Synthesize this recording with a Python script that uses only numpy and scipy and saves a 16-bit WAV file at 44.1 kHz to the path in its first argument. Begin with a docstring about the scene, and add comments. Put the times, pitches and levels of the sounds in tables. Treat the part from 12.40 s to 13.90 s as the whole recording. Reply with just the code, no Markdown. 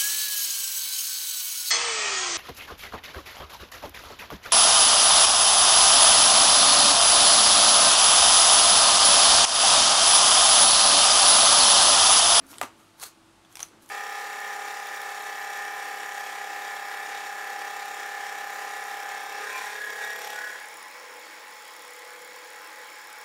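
"""Small kitchen: gloved fingers peel a plantain over room air and a faint appliance hum.
The stiff skin cracks, then snaps hard; strips tear off in rushes of tiny fibre breaks and sharp cracks.
Breaks are filtered clicks and bursts, tearing is filtered random impulses, the snapped skin rings in
decaying sines. The gloves rub dully: unsteady low sines in filtered noise. Mono."""
import sys
import numpy as np
from scipy import signal
from scipy.fft import rfft, irfft, next_fast_len
from scipy.io import wavfile
from scipy.ndimage import map_coordinates

SR = 44100
rng = np.random.default_rng(int(sys.argv[2]) if len(sys.argv) > 2 else 0)


def unload_audio(sound):
    """Save the sound as a 16-bit wav file, at the path given as the first command line argument."""
    columns = np.transpose(np.atleast_2d(sound))
    # keep every value between -1 and 1, then stretch to whole-number steps
    steps = np.round(np.clip(columns, -1, 1) * 32767)
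    wavfile.write(sys.argv[1], SR, steps.astype(np.int16))


N = 66150

# room air spectrum: f/Hz, level/dB
AIR_SPECTRUM = [(20, -58), (33, -64), (50, -45), (70, -55), (110, -46), (180, -48), (320, -44), (420, -53),
                (850, -49.5), (1300, -50), (1800, -56), (3500, -57), (5500, -62), (9500, -64),
                (12500, -72.5), (15500, -81)]
# appliance hum: f/Hz, rms level/dB
HUM_TONES = [(49.5, -79.5), (100, -73), (329, -66.5), (684, -77.5), (873, -74.5)]
# rubber gloves juddering on fruit: middle t/s, 1/e half-width/s, judder level/dB, judder f/Hz, rustle level/dB
GLOVE_RUBS = [(0.043, 0.057, -56, 272, -58), (0.11, 0.012, -51.5, 287.5, -60),
              (0.168, 0.069, -64.5, 239, -57), (0.235, .008, -55, 129.7, -48.5),
              (0.243, 0.021, -50, 280, -48), (0.336, 0.093, -68.5, 222, -62),
              (1.332, 0.022, -63, 479, -57.5), (1.366, 0.041, -61, 218, -60.5),
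              (1.457, 0.054, -67, 263.4, -63.5)]
# rustle spectrum: f/Hz, level/dB
RUSTLE_SPECTRUM = [(60, -12), (150, -9), (330, 7.5), (600, -2), (1200, -1.5), (2000, -8.5), (4000, -19),
                   (12000, -36)]
# fibre-tearing pulls: resonance f/Hz, lift/dB, tilt/(dB/octave), [(t/s, level/dB before room)]
TEAR_PULLS = [(11700, 1.6, 0.14, [(.02, -74), (.07, -63), (.11, -48.5), (.14, -54), (.172, -59),
              (.21, -57)]), (1200, 5.6, -2.4, [(.212, -46), (.235, -44), (.265, -53.5), (.30, -80),
              (.4, -62), (.56, -75)]), (4210, 6.6, 0.45, [(.565, -70), (.595, -55.5), (.617, -44),
              (.637, -35), (.646, -48.5), (.668, -44), (.69, -57.5), (.72, -72)]),
              (3240, 8.2, -0.42, [(1.09, -72), (1.125, -57.5), (1.15, -64.5), (1.22, -47), (1.25, -60),
              (1.3, -68)]), (6200, 2.8, 1.9, [(1.40, -82), (1.425, -58), (1.47, -70), (1.5, -50)])]
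# tearing spectrum: f/Hz, level/dB
TEAR_SPECTRUM = [(100, -15.5), (350, 2), (650, 1), (1400, 7), (1800, 1), (3400, -1.5), (4150, 2),
                 (5100, -2), (6400, 3), (8000, 0.5), (10000, 3), (13000, 0), (15500, -6.5)]
# cracks at the skin's edge: t/s, level/dB, splinter decay/s, tilt/(dB/octave), resonance f/Hz, lift/dB
EDGE_CRACKS = [(0.0672, -20, 0.00036, 6.5, 7000, 3), (.1151, -10, .001, 3.5, 6200, 2),
               (.1306, -13.5, 0.00041, -5.5, 6000, 2), (.137, -12, 0.0012, -4.5, 3330, -0.5),
               (0.142, -9, 0.00047, 0, 11000, 12), (0.1573, -15, 0.0013, -5, 2090, 12),
               (.1836, 0.5, 0.00069, 0, 8050, 8), (.2288, 3, .002, 2.5, 13000, 3),
               (0.2337, 1.5, .002, -5.5, 4200, 6.5), (0.599, -7, 0.00046, 0.5, 10500, 10),
               (0.6205, -8, .0006, 5, 4200, 7), (.635, 0.5, 0.0023, 5, 6700, 7),
               (0.6391, -2.5, 0.0016, 1.5, 4080, 12.5), (1.049, -19.5, 0.0034, -4.5, 3500, 13),
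               (1.1266, -16.5, 0.0016, 3, 6200, 7), (1.1554, 2, 0.00097, -0.5, 6200, 5.5),
               (1.1702, 1, .0012, -1.5, 4600, 9), (1.1941, 0.5, 0.00067, -1.5, 6100, 6),
               (1.2014, -8, .0004, 0, 6070, 4), (1.204, 5, 0.0022, 0, 6000, 4),
               (1.207, -5.5, 0.00073, -4, 10500, 6), (1.2292, 4.5, 0.00096, 2.5, 6200, 11.5),
               (1.233, -3.5, .002, -2.5, 6300, 7), (1.286, -20, .0005, 3, 12500, 7),
               (1.4608, -18, 0.00033, 7, 6500, 10), (1.4912, -9.5, 0.00055, 6, 6130, 5)]
# crack spectrum: f/Hz, level/dB
CRACK_SPECTRUM = [(100, -27), (400, -22), (800, -12), (1300, -13), (1800, -16.5), (2500, -14),
                  (3250, -10.5), (3900, -16.5), (5100, -14.5), (6150, -10), (7300, -16), (9500, -12),
                  (12000, -20.5), (15500, -37)]
# snaps through thick skin: t/s, level/dB
SKIN_SNAPS = [(.2144, 0), (.2292, -13.5), (0.2358, -16.5), (.6293, -15.5)]
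# snap spectrum: f/Hz, level/dB
SNAP_SPECTRUM = [(60, -43), (200, -17), (450, 5.5), (750, 13), (1030, 8.5), (1280, 12), (1560, 6),
                 (2000, 8), (3000, -0.5), (4000, -3.5), (6000, -13), (7700, 0), (9500, -11), (12000, -5.5),
                 (14500, -25)]
# snapped skin's modes: f/Hz, level/dB re snap, t60/s
SKIN_MODES = [(425, -40, .07), (717.3, -36.5, 0.1), (925, -33, 0.097), (1186, -29.5, 0.15),
              (1353, -33, 0.087), (1697, -43, 0.11), (2090, -50, 0.053)]
# room decay: f/Hz, t60/s
ROOM_DECAY = [(200, 0.28), (1000, .24), (5000, 0.24), (14000, .15)]

HUM_WAVER = 0.23  # size scatter; half the phase drift/rad
JUDDER_ROUGH, JUDDER_DRIFT_RAD = 0.39, 0.78  # size scatter; phase drift
FIBRES_PER_S, FIBRE_SPREAD_DB, TEAR_WIDTH_OCT = 5000, 3.5, .12
FIRST_BREAK, SPLINTER_NORM, CRACK_WIDTH_OCT = .38, 0.73, .15
SNAP_ALLPASS_HZ, RING_ATTACK_S = 2250, 0.0021
NEAR_T60_S, ROOM_BUILDUP_S = 0.026, 0.0056
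NEAR_DB, ROOM_DB = -6.5, -9  # re direct at wet_db = 0
TOP_HZ = 15750
T = np.arange(N) / SR
SIZE = next_fast_len(N + SR // 2)
HZ = np.fft.rfftfreq(SIZE, 1 / SR)


def amp(db):
    """Decibels to gain."""
    return 10 ** (np.asarray(db) / 20)


def unit(x):
    """Scale to rms 1."""
    return x / np.sqrt(np.mean(x ** 2) + 1e-20)


def along(points, hz):
    """Interpolate (Hz, value) points on a log-frequency axis."""
    f, v = np.transpose(points)
    return np.interp(np.log(hz + 1), np.log(f + 1), v)


def colour(x, points, tilt=0, peak=(1000, 0, 1), size=4096):
    """Minimum-phase filter: spectrum, tilt (dB/octave about 5 kHz), one peak (Hz, dB, width in octaves)."""
    hz = np.fft.rfftfreq(size, 1 / SR)
    octaves = np.log2(np.maximum(hz, 1000) / 5000)  # tilt flattens below 1 kHz
    centre, lift, width = peak
    bump = lift * np.exp(-(np.log2((hz + 1) / centre) / width) ** 2)
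    db = along(points, hz) + tilt * octaves + bump
    # fold the cepstrum to make the filter causal
    cepstrum = irfft(np.log(amp(db)))
    cepstrum[1:size // 2] *= 2
    cepstrum[size // 2 + 1:] = 0
    impulse = irfft(np.exp(rfft(cepstrum)))
    return signal.fftconvolve(x, impulse)[:len(x)]


def level(rows):
    """Gain per sample from (s, dB) rows, silent outside them."""
    return amp(np.interp(T, *np.transpose(rows), left=-np.inf, right=-np.inf))


def wobble(knots_per_s):
    """Smooth random curve."""
    knots = rng.standard_normal(int(N * knots_per_s / SR) + 4)
    return map_coordinates(knots, [T * knots_per_s])


def add(track, s, x):
    """Mix x into the track at time s."""
    part = track[round(s * SR):][:len(x)]
    part += x[:len(part)]


def kitchen(x, wet_db=0):
    """Direct sound, quick reflections off hands and worktop, and the room's short tail."""
    hz, t, bins = signal.stft(rng.standard_normal(SR // 2), SR, nperseg=256)
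    decay = amp(-60 * t / along(ROOM_DECAY, hz)[:, None])
    tail = signal.istft(bins * decay, SR, nperseg=256)[1]
    t = np.arange(len(tail)) / SR
    tail = tail * (1 - np.exp(-(t / ROOM_BUILDUP_S) ** 2))
    near = rng.standard_normal(len(t)) * amp(-60 * t / NEAR_T60_S) * (t > .0008)
    walls = amp(ROOM_DB) * tail / np.linalg.norm(tail)
    walls += amp(NEAR_DB) * near / np.linalg.norm(near)
    return x + amp(wet_db) * signal.fftconvolve(x, walls)[:len(x)]


def background():
    """Room air as filtered noise; appliance hum as sines wavering slightly in size and phase."""
    out = colour(rng.standard_normal(N), AIR_SPECTRUM)
    for hz, db in HUM_TONES:
        size = 1 + HUM_WAVER * wobble(12)
        phase = 2 * np.pi * hz * T + 2 * HUM_WAVER * wobble(8.85)
        out += amp(db) * unit(size * np.sin(phase))
    return out


def gloves():
    """As the grip shifts, rubber sticks and slips on the fruit: a dull, uneven groan in a soft rustle."""
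    out = np.zeros(N)
    for s, half_s, judder_db, hz, rustle_db in GLOVE_RUBS:
        size = 1 + JUDDER_ROUGH * wobble(80)
        phase = 2 * np.pi * hz * T + JUDDER_DRIFT_RAD * wobble(50.06)
        judder = unit(size * np.sin(phase))
        rustle = unit(colour(rng.standard_normal(N), RUSTLE_SPECTRUM))
        swell = np.exp(-((T - s) / half_s) ** 2)
        out += (amp(judder_db) * judder + amp(rustle_db) * rustle) * swell
    return out


def tearing():
    """In each pull, many tiny fibres of uneven size part as the skin leaves the flesh."""
    out = np.zeros(N)
    for hz, lift_db, tilt, effort in TEAR_PULLS:
        breaks = rng.random(N) < FIBRES_PER_S / SR
        spread = np.clip(rng.standard_normal(N), -2, 2)
        sizes = amp(FIBRE_SPREAD_DB * spread) * rng.choice([-1, 1], N)
        fibres = colour(breaks * sizes, TEAR_SPECTRUM, tilt, (hz, lift_db, TEAR_WIDTH_OCT))
        out += kitchen(unit(fibres) * level(effort))
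    return out


def cracks():
    """One sharp break, then brief decaying splintering; the resonance is in the direct sound only."""
    out, t = np.zeros(N), T[:SR // 3]
    for s, db, splinter_s, tilt, hz, lift_db in EDGE_CRACKS:
        burst = rng.choice([-1, 1], len(t)) * np.exp(-t / splinter_s)
        burst *= SPLINTER_NORM / np.linalg.norm(burst)
        burst[0] = -FIRST_BREAK
        plain = colour(burst, CRACK_SPECTRUM, tilt)
        direct = colour(burst, CRACK_SPECTRUM, tilt, (hz, lift_db, CRACK_WIDTH_OCT))
        echoes = kitchen(plain, wet_db=0.6) - plain
        add(out, s, amp(db) * (direct + echoes))
    return out


def snaps():
    """The skin gives way in one push and rings with a hollow knock."""
    out, t = np.zeros(N), T[:SR // 2]
    click = colour(1. * (t == 0), SNAP_SPECTRUM)
    # all-pass: the push lags below the corner
    pole = np.exp(-2 * np.pi * SNAP_ALLPASS_HZ / SR)
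    push = signal.lfilter([pole, -1], [1, -pole], click)
    ring = sum(amp(db - 60 * t / t60_s) * np.sin(2 * np.pi * hz * t) for hz, db, t60_s in SKIN_MODES)
    ring = ring * (1 - np.exp(-t / RING_ATTACK_S))
    for s, db in SKIN_SNAPS:
        add(out, s, amp(db) * (ring + kitchen(push, wet_db=-1.0)))
    return out


def scene():
    """Peeling over the kitchen's quiet, mono."""
    return (background() + gloves() + tearing() + cracks() + snaps())[None]


def record(dry):
    """Brickwall low-pass at TOP_HZ."""
    return irfft(rfft(dry, SIZE) * (HZ < TOP_HZ), SIZE)[:, :N]


dry = scene()
out = record(dry)
unload_audio(out)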